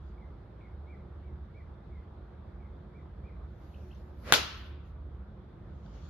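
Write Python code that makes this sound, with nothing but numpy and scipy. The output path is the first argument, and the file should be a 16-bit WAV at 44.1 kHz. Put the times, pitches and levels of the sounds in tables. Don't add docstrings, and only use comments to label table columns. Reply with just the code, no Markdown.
import sys
import numpy as np
from scipy import signal
from scipy.fft import rfft, irfft, next_fast_len
from scipy.io import wavfile
from scipy.ndimage import uniform_filter1d, map_coordinates

SR = 44100
rng = np.random.default_rng(int(sys.argv[2]) if len(sys.argv) > 2 else 0)


def makeup_ratio(level_db):
    decades = np.asarray(level_db, float) / 20
    return 10 ** decades


def bounce(signal):
    frames = np.transpose(np.atleast_2d(signal))
    limited = np.clip(frames, -1, 1)
    pcm = np.round(limited * 32767).astype(np.int16)
    wavfile.write(sys.argv[1], SR, pcm)


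N = 268569
T = np.arange(N) / SR
LEFT_RIGHT = np.array([[.5], [-.5]])


def unit(x):
    return x / np.sqrt(np.mean(x ** 2) + 1e-20)


def along(points, hz):
    f, v = np.transpose(points)
    return np.interp(np.log(hz + 1), np.log(f + 1), v)


def wobble(rate):
    knots = rng.standard_normal(int(N * 40 / SR) + 4)
    return map_coordinates(knots, [T * min(rate, 40)])


def filtered(x, response):
    m = next_fast_len(x.shape[-1] + 8192)
    return irfft(rfft(x, m) * response(np.fft.rfftfreq(m, 1 / SR)), m)[..., :x.shape[-1]]


def resonance(hz, centre_hz, width_hz):
    return 1j * hz * width_hz / (centre_hz ** 2 - hz ** 2 + 1j * hz * width_hz)


def breathy(count, width_hz):
    return unit(filtered(rng.standard_normal(count), lambda hz: np.exp(-(hz / width_hz) ** 2)))


def swell(peak_s, rise_s, fall_s):
    return np.exp(-((T - peak_s) / np.where(T < peak_s, rise_s, fall_s)) ** 2)


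def tone(hz, db):
    return np.sqrt(2) * makeup_ratio(db) * np.sin(2 * np.pi * np.cumsum(hz) / SR)


def add(track, s, sound):
    part = track[..., round(s * SR):][..., :sound.shape[-1]]
    part += sound[..., :part.shape[-1]]


# pitch in Hz, likeness (1 is the same, 0 unrelated, below 0 opposed; more than 1 counts as 1).
LIKENESS = [(60, 0.95), (150, 1.05), (380, 0.66), (950, 0.41), (2380, 0.32), (5980, -0.17), (15000, 0.25)]


def rush(spectrum, patchy_db):
    z = signal.stft(rng.standard_normal((2, N)), nperseg=512)[2]
    field = uniform_filter1d(rng.standard_normal(z.shape[1:]), 6, 0)
    field = uniform_filter1d(field, 12, 1)
    pair = signal.istft(z * makeup_ratio(patchy_db * unit(field)), nperseg=512)[1][:, :N]

    def mid_and_side(hz):
        angle = np.arccos(np.clip(along(LIKENESS, hz), -1, 1)) / 2
        return makeup_ratio(along(spectrum, hz)) * np.array([np.cos(angle), np.sin(angle)])

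    mid, side = filtered(pair, mid_and_side)
    return np.array([mid + side, mid - side]) / np.std(mid)


# pitch in Hz, level in dB before the flutter, pitch wander in Hz, level wander in dB.
MACHINE = [(57.2, -53.5, 2, 0.6), (72.4, -51, .7, 1.2)]


def machine_tones():
    tones = 0
    for hz, db, wander_hz, wander_db in MACHINE:
        steady = tone(hz + wander_hz * wobble(4.5), db + wander_db * wobble(3.8))
        tones = tones + steady * (1 + .7 * breathy(N, 5.1))
    return tones


def hum():
    return tone(362.4 + 1.5 * wobble(8), -65.5) * (.7 + .55 * breathy(N, 12))


# loudest at in seconds, swell in seconds, rumble growth in dB, traffic growth in dB.
GROWTH = (6, .5, 2.5, 1.5)
# pitch in Hz, relative level in dB per Hz.
RUMBLE = [(18, -46.5), (30, -17), (44, -3.5), (65, -12), (83, -3.5), (97, -7.5), (119, -9), (146, -10.5),
          (167, -11.5), (210, -12.5), (237, -22.5), (311, -24.5), (330, -17.5), (430, -58), (730, -120)]


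def rumble():
    peak_s, rise_s, growth_db, _ = GROWTH
    level_db = -50 + growth_db * swell(peak_s, rise_s, 1) + .3 * wobble(0.91)
    return makeup_ratio(level_db) * rush(RUMBLE, patchy_db=0.45)


# pitch in Hz, relative level in dB per Hz.
TRAFFIC = [(200, -38), (260, -10.5), (450, -9.5), (800, -15.5), (1300, -18), (1700, -24.5), (2100, -29.5),
           (2450, -33.5), (2850, -37.5), (3500, -33), (4400, -40.5), (5500, -48), (7400, -56.5),
           (15000, -60)]


def traffic():
    peak_s, rise_s, _, growth_db = GROWTH
    level_db = -60.5 + growth_db * swell(peak_s, rise_s, 1) + .4 * wobble(1.2)
    return makeup_ratio(level_db) * rush(TRAFFIC, patchy_db=1.26)


# pitch in Hz, relative level in dB per Hz.
CLOTH = [(900, -39.5), (1500, -15), (3000, -10.5), (4500, -11), (7200, -18.5), (8200, -43), (9400, -25),
         (12000, -16), (14500, -26.5), (16000, -52.5)]
# loudest at in seconds, swell in seconds, fade in seconds,
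# rustle level in dB, level of the high sheen in dB over the rustle.
MOVES = [(.07, 0.074, 0.061, -80.5, -25), (3.76, 0.19, 0.38, -75, -8), (3.97, 0.038, 0.044, -93, -9),
         (4.3, 0.083, 0.19, -71, -1), (4.6, .15, .1, -74, -4.5), (4.88, .04, .04, -81, -9),
         (6.12, 0.29, .3, -67.5, -24)]


def clothes():
    cloth = makeup_ratio(1.1 * wobble(22)) * rush(CLOTH, patchy_db=2.4)
    body = filtered(cloth, lambda hz: hz < 8500)
    rustle = sum(makeup_ratio(db) * swell(s, rise, fall) for s, rise, fall, db, _ in MOVES)
    sheen = sum(makeup_ratio(db + over_db) * swell(s, rise, fall) for s, rise, fall, db, over_db in MOVES)
    return rustle * unit(body) + sheen * unit(cloth - body)


def outdoors(dry, echo_db, t60):
    t = np.arange(SR // 4) / SR
    trees = rng.standard_normal((2, len(t))) * makeup_ratio(-60 * t / t60) * (t > .012)
    trees = trees + 0.32 * trees[::-1]
    trees[:, round(.062 * SR)] = 11
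    echo = signal.fftconvolve(dry[None], trees / np.linalg.norm(trees[0]), axes=1)[:, :N]
    return dry + makeup_ratio(echo_db) * echo


# start in seconds, length in seconds, top pitch in Hz, level in dB.
FALLING = [(.17, .08, 2260, -70.5), (.59, .1, 2330, -67.5), (1.905, .09, 2250, -69.5),
           (2.59, .08, 2320, -73.5)]
# start in seconds, length in seconds, top pitch in Hz, level in dB.
PEAKED = [(.865, 0.094, 2404, -66), (1.21, 0.12, 2350, -78), (1.535, .085, 2390, -67.5),
          (2.935, 0.07, 2400, -70), (3.232, 0.081, 2480, -69.5)]
FALLING_SHAPE = (.97, .15, .89, .4)
PEAKED_SHAPE = (.89, 0.49, .79, .03)


def bird():
    dry = np.zeros(N)
    for calls, (start, turn, end, rough) in ((FALLING, FALLING_SHAPE), (PEAKED, PEAKED_SHAPE)):
        for s, length, top_hz, db in calls:
            u = np.linspace(0, 1, round(length * SR))
            glide = np.interp(u, [0, turn, 1], [start, 1, end])
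            hz = top_hz * uniform_filter1d(glide, size=250, mode="nearest")
            voice = np.sqrt(1 - rough) + np.sqrt(rough) * breathy(len(u), 170)
            fade = np.clip(np.minimum(u / 0.19, (1 - u) / 0.094), 0, 1)
            add(dry, s, tone(hz, db) * voice * fade)
    return outdoors(dry, echo_db=-4, t60=.33)


# start in seconds, length in seconds, middle pitch in Hz,
# warble depth at the start in Hz, level in dB before shaping.
WARBLES = [(3.733, .045, 2800, 430, -68), (3.901, .05, 2900, 400, -68), (4.84, .05, 2900, 300, -83),
           (5.14, .04, 3000, 300, -82)]


def warbler():
    out = np.zeros(N)
    for s, length, hz, depth_hz, db in WARBLES:
        t = np.arange(round(length * SR)) / SR
        turn = 2 * np.pi * 57 * t
        shape = np.sin(np.pi * np.sqrt(t / length)) * (1 + 0.25 * breathy(SR // 4, 120)[:len(t)])
        shape = shape * (1 - .7 * np.sin(turn))
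        add(out, s, shape * tone(hz + depth_hz * np.cos(turn) * np.exp(-t / 0.058), db))
    return outdoors(out, echo_db=-8, t60=.25)


# start in seconds, pitch in Hz, level in dB, first overtone in dB over it.
TICKS = [(3.948, 6164, -65, -25), (5.635, 1350, -53, -25), (5.862, 1520, -50, -4), (5.94, 5800, -66, -25)]


def ticks():
    out = np.zeros(N)
    t = np.arange(SR // 10) / SR
    for s, hz, db, snap_db in TICKS:
        click = np.sin(2 * np.pi * hz * t) * makeup_ratio(-60 * t / 0.015) * (1 + 0.18 * rng.standard_normal(len(t)))
        click = filtered(click, lambda f: resonance(f, hz, 0.2 * hz) ** 2)
        snap = 0
        for k in (2.3, 3.05):
            snap = snap + np.sin(2 * np.pi * k * hz * t) * makeup_ratio(snap_db - 7 * (k - 2.3) - 60 * t / .012)
        snap = snap * (1 - np.exp(-t / .0006))
        add(out, s, makeup_ratio(db) * (click + snap))
    return out


# pitch in Hz, relative level in dB per Hz.
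SWISH = [(120, -41), (200, -3), (564, -15.5), (957, -15.5), (1400, -9), (6350, -27.5), (7760, -34.5),
         (8350, -96), (8820, -42.5), (10000, -31.5), (15500, -46.5)]


def swish():
    stop = np.exp(-np.clip(T - ARRIVALS[0][0], 0, None) / .008)
    air = swell(4.305, .042, .2) * makeup_ratio(-43) * rush(SWISH, patchy_db=0.8)
    peak_s, peak_hz, sag_hz_per_s = 4.295, 545, 800
    pitch_hz = np.clip(peak_hz - sag_hz_per_s * (T - peak_s), 0, None)
    whistle = tone(pitch_hz, -40) * breathy(N, 120)
    return stop * (air + swell(peak_s, .022, 0.045) * whistle)


# pitch in Hz, width in Hz, left level in dB, right level in dB.
FACE = [(443, 690, -7.5, -1), (1000, 170, -1, 4), (1480, 250, 1.5, 2.5), (2730, 1000, 1.5, -7),
        (3700, 1100, 1.5, -11), (7100, 650, -7.5, -13), (10200, 1400, -16.5, -15.5),
        (13800, 1600, -21, -25)]


def face(hz, sided):
    modes = 0
    for k, (centre_hz, width_hz, left, right) in enumerate(FACE):
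        level_db = (left + right) / 2 + sided * (left - right) * LEFT_RIGHT
        modes = modes + (-1) ** k * makeup_ratio(level_db) * resonance(hz, centre_hz, width_hz)
    lag_s = 7e-5 * np.array([[1], [0]])
    return modes * np.exp(-2j * np.pi * hz * lag_s)


# start in seconds, relative level in dB, left minus right in dB.
ARRIVALS = [(4.3234, 0.5, 1), (4.3259, -8, -1.5), (4.3271, -12.5, -1.5), (4.3318, -10.5, 0.5),
            (4.3355, -9.5, -5), (4.3381, -2, 4), (4.339, -9.5, -6), (4.3424, -10.5, 0.5), (4.3441, -8.5, 0),
            (4.3488, -11, 0.5), (4.353, -13, 2.5), (4.3583, -14, 0.5)]


def crack_and_slaps():
    t = np.arange(SR) / SR
    start = ARRIVALS[0][0]
    path = np.zeros((2, SR))
    for s, db, pan_db in ARRIVALS:
        smear_ms, tilt_db = (1.3, 1.74) if s > start else (0.33, 0)
        grit = rng.standard_normal((3, 400))
        scatter = .8 * grit[0] + 0.83 * grit[1:]
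        burst = scatter * np.exp(-t[:400] * 1000 / smear_ms) * .17
        burst[:, 0] = 1
        burst = filtered(burst / np.linalg.norm(burst[0]), lambda hz: (1 + 1j * hz / 2000) ** (tilt_db / 6))
        add(path, s - start, makeup_ratio(db + pan_db * LEFT_RIGHT) * burst)
    near = t < .012
    first = filtered(path * near, lambda hz: face(hz, 0.98))
    later = filtered(path * ~near, lambda hz: face(hz, 0.41) * (0.51 + .9 * resonance(hz, 3300, 3000)))
    return first + makeup_ratio(-2.5) * later


# pitch in Hz, width in Hz, level in dB.
MAT = [(67.6, 32, -1.5), (168, 42, 8.5), (241, 100, 2), (335, 120, 10)]


def mat_thud():
    t = np.arange(SR) / SR
    push = makeup_ratio(-8) * (t / .003) ** 2 * np.exp(-t / 0.0019)
    return filtered(push, lambda hz: sum((-1) ** k * makeup_ratio(db) * resonance(hz, c, w)
                                         for k, (c, w, db) in enumerate(MAT)))


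# pitch in Hz, peak level in dB, time to fall 60 dB in seconds.
SHAFT = [(1035, -50.5, 0.58), (1318, -46, .9), (1376, -47, 0.49), (1514, -48, 0.97)]


def shaft_ring():
    t = np.arange(SR) / SR
    return sum(makeup_ratio(db - 60 * t / t60) * np.sin(2 * np.pi * hz * t) * (1 + 0.31 * breathy(SR, 30))
               for hz, db, t60 in SHAFT)


# pitch in Hz, time to fall 60 dB in seconds.
BAY = [(100, 2), (400, 0.39), (1200, 0.8646), (3000, 0.7869), (6000, 0.47), (8000, 0.36), (12000, 0.34)]
# pitch in Hz, relative level in dB.
BAY_COLOUR = [(60, -27.5), (150, -13.5), (300, -2.5), (500, 0.5), (800, -5.5), (1300, -3), (2000, -7.5),
              (3500, -3), (5500, -5.5), (7000, -10.5), (8200, -25.5), (10500, -16), (14000, -19.5),
              (16500, -42)]


def bay_wash():
    t = np.arange(SR) / SR
    hz, frames, z = signal.stft(rng.standard_normal((2, SR)), SR, nperseg=256)
    dying = makeup_ratio(along(BAY_COLOUR, hz)[:, None] - 60 * frames / along(BAY, hz)[:, None])
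    streaks = makeup_ratio(2 * unit(uniform_filter1d(rng.standard_normal(dying.shape), 12, 1)))
    wash = signal.istft(z * streaks * dying, SR, nperseg=256)[1][:, :SR]
    filling = np.clip(t / .024, 0, 1) ** 2
    early = 1 + 2.7 * makeup_ratio(-60 * t / 0.24)
    wash = (wash + 0.1 * wash[::-1]) * filling * early
    return makeup_ratio(-18.5) * wash * makeup_ratio(1.2 * LEFT_RIGHT)


def strike():
    out = np.zeros((2, N))
    add(out, ARRIVALS[0][0], makeup_ratio(20.5) * crack_and_slaps() + mat_thud() + shaft_ring() + bay_wash())
    return out


# pitch in Hz, left minus right in dB.
PORTS = [(60, -1.5), (110, -1.5), (200, -2), (380, -1.0), (700, -3), (1290, -1.0), (2380, 0.5), (4400, 4),
         (8120, 0), (15000, -1)]


def scene():
    background = machine_tones() + hum() + rumble() + traffic()
    around = background + clothes() + bird() + warbler() + ticks() + swish()
    return filtered(around, lambda hz: makeup_ratio(along(PORTS, hz) * LEFT_RIGHT)) + strike()


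def band_limit(x):
    return signal.sosfilt(signal.butter(12, 16670, fs=SR, output="sos"), x)


def record(dry):
    low_cut_hz, treble_hz, ceiling = 35, 14960, .95
    cut = filtered(dry, lambda hz: 1 / (1 + (low_cut_hz / (hz + 1)) ** 6) / (1 + (hz / treble_hz) ** 12))
    soft = cut / (1 + np.abs(cut / ceiling) ** 4) ** (1 / 4)
    return band_limit(soft)


dry = scene()
out = record(dry)
bounce(out)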